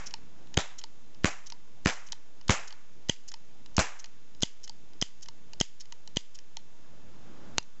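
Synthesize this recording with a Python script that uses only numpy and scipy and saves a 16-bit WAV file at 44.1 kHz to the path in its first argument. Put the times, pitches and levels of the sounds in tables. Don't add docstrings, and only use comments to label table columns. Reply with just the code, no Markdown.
import sys
import numpy as np
from scipy import signal
from scipy.io import wavfile
from scipy.ndimage import uniform_filter1d

SR = 44100
rng = np.random.default_rng(int(sys.argv[2]) if len(sys.argv) > 2 else 0)


def volts_from_db(level):
    exponent = np.asarray(level, float) / 20
    return 10 ** exponent


def transcribe(u):
    v = np.clip(np.atleast_2d(u).T, -1, 1)
    q = np.round(v * 32767).astype(np.int16)
    wavfile.write(sys.argv[1], SR, q)


N = 343980

# time in seconds, echo level in dB, blast spike (0-1),
# start and end of the choked span in ms.
CAP_BLASTS = [
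    (-.10, -30, 0.1, 1, 9),
    (0.574, -35.5, 0.12, 2.67, 10.6),
    (1.2454, -32.5, 0.57, 0.57, 6.7),
    (1.8596, -30, 0.44, 0.56, 9.2),
    (2.4951, -28.5, 0.42, 1.9, 9.8),
    (3.7814, -27, 0.37, 0.84, 9.2),
]
# time in seconds, length in ms,
# bias sag (0-1).
BIAS_SAGS = [(0.5743, 2.4, 0.18), (0.5872, 2.2, 0.07), (1.2557, 2.2, 0.18), (1.8698, 1.9, 0.21),
             (2.4960, 1.25, 0.46), (2.5045, 2.8, 0.25), (3.791, 3.5, 0.15)]
# frequency in Hz, density in dB per Hz.
BLAST_COLOUR = [(29, -24.5), (50, -9), (199, -5), (331, -15), (726, -12), (917, -15.5), (1930, -9.5),
                (2650, -10), (3570, -15.5), (6610, -7.5), (8000, -9), (10400, -48), (17600, -120)]
# (Hz, dB per Hz).
CHAMBER_RING = (.574, -42, [(500, -48.5), (2900, -19), (3700, 0), (4400, -18.5), (8000, -37)])
# frequency in Hz, speed of the fading as a factor.
FADING_SPEED = [(60, 1.9), (300, 2.9), (800, 1.077), (2500, 1.24), (4500, 1.44), (8000, 1.41)]
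# delay in seconds, level in dB.
WALL_RETURNS = [(.022, 2), (.030, 2.5), (.039, 2.3), (.047, 1.5), (.14, 1.3), (.21, 1.6)]

# frequency in Hz, density in dB per Hz.
ROAD_COLOUR = [(30, -1.5), (70, -5.5), (150, -1), (250, -3.5), (530, -12), (1000, -16), (2000, -25),
               (5000, -31), (8000, -44)]
# frequency in Hz, density in dB per Hz.
TYRE_COLOUR = [(40, -9.5), (100, -1), (230, 0), (500, -8.5), (1000, -14), (1400, -13), (2000, -21.5),
               (4000, -25.5), (8000, -32)]
# time in seconds, traffic level just after in dB.
GAIN_RESETS = [(0, -61.5), (0.575, -70), (1.243, -73), (1.858, -73.5), (2.497, -75), (3.097, -74),
               (3.783, -74), (4.432, -70.5), (5.024, -70), (5.612, -72.5), (6.17, -73), (7.583, -67)]
# time of the blow in seconds, level in dB,
# rise in dB per second, hold in seconds.
VEHICLES = [
    (3.766, -66.5, 19, .02),
    (7.571, -54, 33.5, 0.17),
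]

# frequency in Hz, level in dB, t60 in seconds.
FRAME_MODES = [
    [(5450, 15, 0.0038), (7000, 2.5, 0.002), (6140, 13, 0.0042), (7400, -20.5, 0.0011)],
    [(910, 0, 0.027), (1050, -7.5, 0.0075)],
    [(2034, 3.5, 0.0051), (2490, -5.5, 0.014), (2970, 5, 0.01)],
    [(4120, -9, 0.0044), (4260, -6, 0.0037), (4736, -2, 0.0031)],
]
GRIP_DETUNING = [.09, .01, 0.048, 0.13]
# start in seconds, weight in dB, edge in dB, pace as a factor.
SCRAPE_EVENTS = [(0.0658, -53, 4.5, 0.94), (0.7865, -51.5, -0.5, 0.7), (1.4658, -54.5, -1, 0.8),
                 (2.0678, -61, -1, 0.95), (2.6764, -55, -1, 0.62), (3.2832, -57, 5, 0.8),
                 (3.9952, -56.5, 1, 0.79), (4.6387, -54.5, 1, 0.93), (5.226, -54.5, -0.5, 0.85),
                 (5.805, -53, -0.5, 0.86), (6.3497, -57, -2, 0.8)]
# delay in ms, level in dB, slipping in ms, upper body gain in dB.
RATCHET_TEETH = [(-5.5, -9, 4, 5.5), (0.5, -8.5, 1.0, -8), (1.5, -6, 0.64, 13.5), (5, -3.5, 1.8, -0.5),
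                 (0.5, -20, 1.2, -7), (8, -4.5, 4.7, 17.5), (17, -14, 4.4, 11)]
# time in seconds, weight in dB, edge in dB.
SLACK_EVENTS = [(0.472, -54.5, -8), (1.1458, -54.5, 4), (2.4123, -48, -3), (3.6606, -47.5, 4),
                (3.7457, -58, 7), (4.3485, -54, 2), (4.4062, -54, 13), (4.934, -54, 1.5), (5.21, -63, 14),
                (5.5336, -41.5, 5), (6.0756, -44, 8.5), (7.628, -54, 9)]
# time in seconds, weight in dB, edge in dB.
CATCH_EVENTS = [(0.5416, -39, -7), (2.1216, -35.5, -1), (2.4815, -35, -3.5), (3.767, -35, 6),
                (4.4237, -28.5, -0.5), (5.6018, -33, 2.5)]
# time in seconds, weight in dB, edge in dB.
CHATTER_EVENTS = [(1.236, -47, -9), (1.850, -47, 0), (3.087, -41, -4.5), (3.773, -56, -1), (4.419, -46, -1),
                  (5.0146, -36, 5.5), (6.161, -45, -1.5), (7.575, -51, -8)]
# time in seconds, weight in dB, edge in dB.
PAWL_EVENTS = [(0.1087, -44, 4), (0.8147, -43.5, -6), (1.501, -42, 8), (2.087, -47, -4), (2.7062, -42, -6),
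               (3.3173, -43.5, 9), (4.0429, -38, 3), (4.6766, -41, 3), (5.2586, -46, 2), (5.8553, -52, 2),
               (6.3887, -45.5, 6.5)]
# time in seconds, weight in dB, edge in dB, seating in dB.
HOME_EVENTS = [(0.1393, -33, -4.5, -0.5), (0.839, -40, -5, 2), (1.5224, -41, -10, 3),
               (2.129, -38.5, -14, -1), (2.7257, -44.5, -10, -0.5), (3.3402, -40, -4, 0.5),
               (4.0584, -51, 1, -2), (4.6952, -43.5, 2.5, 3.5), (5.2857, -41, -4.5, -0.5),
               (5.9234, -38, -2.5, -5), (6.5695, -39, 0.5, 0.5)]
# bright, clunk, body and upper body in dB over the weight, then slipping in ms.
SCRAPE_COLOUR = (21.5, -23, 4.5, -3)
SLACK_COLOUR = (-3, -12.5, -2.2, 5, 7.5)
CATCH_COLOUR = (12.5, -18.5, -0.2, 5.5, 8.5)
CHATTER_COLOUR = (13, -17.5, 3.5, 9, 4)
PAWL_COLOUR = (-0.5, -25, -1.5, 1.5, 9)
HOME_COLOUR = (7, -7.5, -0.5, 9.5, 7)

# time in seconds, rattle on the way down in dB, strike in dB,
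# jolt of the microphone bias (0-1).
HAMMER_FALLS = [
    (.5710, -5.5, -13, 0.03),
    (1.2427, -13.5, -39, 0.16),
    (1.8576, -9, -29, 0.13),
    (2.4914, -20, -35, 0.05),
    (3.0931, -15, -11.5, 0.22),
    (3.7783, -18, -39, 0.12),
    (4.4296, -26, -12.5, 0.22),
    (5.0210, -22.5, -15.5, 0.16),
    (5.6087, -18, -13, 0.22),
    (6.167, -19.5, -15.5, 0.17),
]
# frequency in Hz, level in dB, t60 in seconds.
RATTLE_MODES = [(1310, 2, 0.0016), (2100, -3.5, 0.0034), (3250, 7, 0.0019), (4300, -1, 0.0023),
                (6200, 1, 0.0018)]
# frequency in Hz, level in dB, t60 in seconds.
STRIKE_MODES = [(913, -29.5, 0.044), (1450, -19, 0.0036), (2880, -27.5, 0.04), (1967, -12.5, 0.019),
                (2506, -5.5, 0.0072), (3100, 0.5, 0.0078), (3366, 1, 0.0031), (3730, -14, 0.0067),
                (4890, -7.5, 0.013), (5780, -14, 0.013), (6530, 1, 0.0049), (7120, -0.5, 0.0032)]
# delay in ms, level in dB.
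HEAD_BOUNCES = [(0, 4), (.32, 3), (.65, -9), (.97, -1.5)]
# frequency in Hz, density in dB per Hz.
STRIKE_ECHO_COLOUR = [(500, -28.5), (900, -18.5), (1400, -26.5), (2000, -8), (2500, -17), (3050, -1),
                      (3500, -9), (4100, -13), (4800, -3.5), (5500, -12), (6500, -6.5), (8000, -12.5)]

# frequency in Hz, level in dB, t60 in seconds.
SNAP_MODES = [(930, -20, 0.017), (1570, 11.5, 0.0013), (2350, 0, 0.0024), (2770, -30.5, 0.041),
              (2700, -38, 0.054), (2990, 7, 0.0021), (3890, 5.5, 0.0022), (4300, -2, 0.0033),
              (4930, -40, .085), (4880, -46, .08), (5650, 1, 0.0025), (6260, -3.5, 0.0036),
              (7000, -13, 0.00062)]

# frequency in Hz, level in dB.
WHINE_TONES = [(444, -74.5), (2665, -78.5), (3112, -79.5), (3553, -77.5), (6223, -84.5), (6665, -76)]
# frequency in Hz, density in dB per Hz.
HISS_COLOUR = [(30, -6), (60, -2), (150, -10), (500, -10.5), (1000, -11.5), (2000, -11), (3200, -13),
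               (4500, -13), (6500, -13.5), (8000, -15.5)]


def evened(x):
    return x / np.sqrt(np.mean(x ** 2) + 1e-20)


def read(points, hz):
    f, value = np.transpose(points)
    return np.interp(np.log(hz + 1), np.log(f + 1), value)


def add(mix, s, sound):
    i = round(s * SR)
    sound = sound[max(-i, 0):]
    part = mix[max(i, 0):][:len(sound)]
    part += sound[:len(part)]


def smooth_grid(shape, bins, frames):
    field = uniform_filter1d(rng.standard_normal(shape), size=bins, axis=0)
    return evened(uniform_filter1d(field, size=frames, axis=1))


def garden(colour, tilt_db=0):
    near_wall_s, leak_db = 0.0085, -31
    early_db, early_s, decay_db_per_s = 14, 0.08, 68.5
    wall_blur_s, foliage_db, crackle_db = 0.0022, 1, 1.5
    hz, t, z = signal.stft(rng.standard_normal(int(0.8 * SR)), SR, nperseg=128, noverlap=96)
    late = np.maximum(t - near_wall_s, 0)
    level_db = -early_db * (1 - np.exp(-late / early_s)) - decay_db_per_s * late
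    level_db += leak_db * np.clip((near_wall_s - t) * 1000 + 0.5, 0, 1)
    level_db += sum(db * np.exp(-((t - s) / wall_blur_s) ** 2) for s, db in WALL_RETURNS)
    foliage = smooth_grid(z.shape, bins=3, frames=20)
    crackle = smooth_grid(z.shape, bins=16, frames=4)
    tone_db = read(colour, hz) + tilt_db * np.log2((hz + 100) / 2000)
    gain_db = level_db * read(FADING_SPEED, hz)[:, None] + tone_db[:, None]
    z *= volts_from_db(gain_db + foliage_db * foliage + crackle_db * crackle)
    tail = signal.istft(z, SR, nperseg=128, noverlap=96)[1]
    return tail / np.sqrt(np.mean(tail[600:2400] ** 2))


def echoes():
    out = np.zeros(N)
    for s, level_db, *_ in CAP_BLASTS:
        add(out, s, volts_from_db(level_db) * garden(BLAST_COLOUR, tilt_db=-3.5))
    chamber_s, chamber_db, chamber_colour = CHAMBER_RING
    add(out, chamber_s, volts_from_db(chamber_db) * garden(chamber_colour))
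    return out


def noise(shape, patchy_db):
    a, b, patches = rng.standard_normal((N // 256 + 5, 513, 3)).T
    patches = evened(uniform_filter1d(uniform_filter1d(patches, 10, 0), 12, 1))
    hz = np.fft.rfftfreq(1024, 1 / SR)
    z = (a + 1j * b) * volts_from_db(read(shape, hz)[:, None] + patchy_db * patches)
    return evened(signal.istft(z, nperseg=1024, noverlap=768)[1][:N])


def traffic():
    rest_db, recovery_s, near_floor_db, duck_db = -52.5, 0.71, -82, -19
    s, start_db = np.transpose(GAIN_RESETS)
    t = np.arange(N) / SR
    k = np.clip(np.searchsorted(s, t) - 1, 0, None)
    far_db = rest_db + (start_db[k] - rest_db) * np.exp(-(t - s[k]) / recovery_s)
    near = volts_from_db(near_floor_db)
    for blow_s, db, rise_db, hold_s in VEHICLES:
        swell_db = rise_db * np.minimum(t - blow_s + hold_s, 0)
        near = near + volts_from_db(db + np.where(t < blow_s, swell_db, duck_db))
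    return volts_from_db(far_db) * noise(ROAD_COLOUR, patchy_db=1.8) + near * noise(TYRE_COLOUR, patchy_db=1.3)


def ring(modes, spread=0.082):
    t = np.arange(2000) / SR
    detune = 1 + spread * rng.uniform(-0.2, 1, len(modes))
    x = np.zeros(len(t))
    for (hz, db, t60), d in zip(modes, detune):
        onset = 1 - np.exp(-t * hz * 1.46)
        x += volts_from_db(db - 60 * t / t60) * np.sin(2 * np.pi * hz * d * t) * onset
    return x / abs(x).max()


def slips(ms, count, fading=1.5):
    x = np.zeros(int(ms * SR / 1000) + 2)
    place, size = rng.random(count), rng.normal(0, 1, count)
    place[0], size[0] = 0, 1.2
    np.add.at(x, (place * (len(x) - 1)).astype(int), size * np.exp(-fading * place))
    return x / np.linalg.norm(x)


def knock(weight_db, edge_db, seating_db=0, *, tone, count, fading):
    *tone_db, ms = tone
    levels_db = weight_db + np.array(tone_db)
    levels_db = levels_db + edge_db * np.array([1, 0, 0, 0.18])
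    levels_db = levels_db + seating_db * np.array([0, 1, 0, 1])
    out = 0
    for db, group, spread in zip(levels_db, FRAME_MODES, GRIP_DETUNING):
        modes = ring(group, spread)
        rung = np.convolve(slips(ms, count, fading), modes)
        out = out + volts_from_db(db + 4.5) * rung * np.linalg.norm(modes) / np.linalg.norm(rung)
    return out


def trigger():
    out = np.zeros(N)
    for s, weight_db, edge_db, pace in SCRAPE_EVENTS:
        for ms, db, slip_ms, upper_db in RATCHET_TEETH:
            tone = (*SCRAPE_COLOUR[:3], SCRAPE_COLOUR[3] + upper_db, slip_ms)
            tooth = knock(weight_db + db, edge_db, tone=tone, count=70, fading=1.1)
            add(out, s + pace * ms / 1000, tooth)
    parts = ((SLACK_EVENTS, SLACK_COLOUR, 4.5), (CATCH_EVENTS, CATCH_COLOUR, 4.5),
             (CHATTER_EVENTS, CHATTER_COLOUR, 1.1), (PAWL_EVENTS, PAWL_COLOUR, 4.5),
             (HOME_EVENTS, HOME_COLOUR, 4.5))
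    for rows, tone, fading in parts:
        for s, *force_db in rows:
            add(out, s, knock(*force_db, tone=tone, count=30, fading=fading))
    return out


def hammer():
    fall_s, lean, ceiling = 0.003, 0.33, 0.18
    out = np.zeros(N)
    for s, rattle_db, strike_db, _ in HAMMER_FALLS:
        add(out, s, -volts_from_db(rattle_db) * np.convolve(slips(2.9, count=48, fading=0.3), ring(RATTLE_MODES)))
        frame = ring(STRIKE_MODES, spread=0.035)
        hit = s + fall_s
        for ms, db in HEAD_BOUNCES:
            add(out, hit + ms / 1000, -volts_from_db(strike_db + db) * frame)
        after_rattle = np.convolve(slips(3.5, count=24, fading=1.9), ring(RATTLE_MODES))
        add(out, hit, volts_from_db(strike_db + 2) * after_rattle)
        add(out, hit, volts_from_db(strike_db - 34.5) * garden(STRIKE_ECHO_COLOUR))
    out -= lean * uniform_filter1d(abs(out), size=24)
    return np.where(out > 0, ceiling * np.tanh(out / ceiling), out)


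def snap():
    snap_s, snap_db = 7.5825, 1
    out, crack = np.zeros(N), ring(SNAP_MODES, spread=0)
    crack[:24] += 0.073 * np.hanning(24)
    add(out, snap_s, volts_from_db(snap_db) * crack)
    rattle = np.convolve(slips(4.86, count=40, fading=1.9), crack[:50])
    add(out, snap_s + 0.00062, volts_from_db(snap_db - 18) * rattle)
    return out


def scene():
    parts, crack = trigger(), snap()
    tail = garden([(100, -7.0), (1000, 3.5), (3000, 2.5), (8000, 2)])
    tail /= np.linalg.norm(tail)
    wet = signal.oaconvolve(volts_from_db(-20.5) * parts + volts_from_db(-33) * crack, tail)[:N]
    return (echoes() + traffic() + parts + hammer() + crack + wet)[None]


def overload():
    spike_ms, jump, coupling_hz, rest_offset, droop_s = 0.35, 0.46, 160, 0.023, 0.028
    hearing, steps, sags, kicks = np.ones(N), np.zeros(N), np.zeros(N), np.zeros(N)
    for s, _, spike, start_ms, end_ms in CAP_BLASTS[1:]:
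        add(hearing, s + start_ms / 1000, -np.ones(int((end_ms - start_ms) * SR / 1000)))
        add(sags, s, -spike * np.hanning(int(spike_ms * SR / 1000) + 2))
        add(steps, s + start_ms / 1000, -jump * np.ones(1))
    for s, _, _, jolt in HAMMER_FALLS:
        add(steps, s + 0.0024, -jolt * np.hanning(40) / np.hanning(40).sum())
    for s, ms, depth in BIAS_SAGS:
        ragged = abs(uniform_filter1d(3 * rng.standard_normal(300), 8))
        add(sags, s, -depth * (0.077 + 0.59 * ragged)[:int(ms * SR / 1000)])
    for s, _ in GAIN_RESETS[1:]:
        add(kicks, s + 0.0021, np.hanning(200) / np.hanning(200).sum())
    coupling = signal.butter(2, coupling_hz, "high", fs=SR)
    bias = signal.lfilter(*coupling, np.cumsum(steps))
    droop = signal.lfilter([1], [1, -np.exp(-1 / (droop_s * SR))], kicks)
    return hearing, np.maximum(bias + sags, -0.68) + rest_offset * (1 - droop)


def top_cut(x):
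    return signal.sosfilt(signal.butter(12, 8610, fs=SR, output="sos"), x)


def record(dry):
    limit, hiss_db, notch_hz, notch_width_hz, edge_hz = 0.72, -64, 4390, 125, 7750
    hearing, bias = overload()
    t = np.arange(N) / SR
    whine = sum(volts_from_db(db - 1) * np.sin(2 * np.pi * hz * t) for hz, db in WHINE_TONES)
    hiss = volts_from_db(hiss_db) * noise(HISS_COLOUR, patchy_db=0.0)
    circuit = (hiss + whine) * (0.26 + 0.78 * hearing)
    x = limit * np.tanh(dry / limit) * hearing + bias + circuit
    x = signal.lfilter(*signal.iirnotch(notch_hz, notch_hz / notch_width_hz, SR), x)
    edge = signal.firwin(161, edge_hz, window=("kaiser", 8.5), fs=SR)
    x = signal.oaconvolve(np.pad(x, ((0, 0), (80, 80)), "edge"), edge[None], "valid")
    return top_cut(x)


dry = scene()
out = record(dry)
transcribe(out)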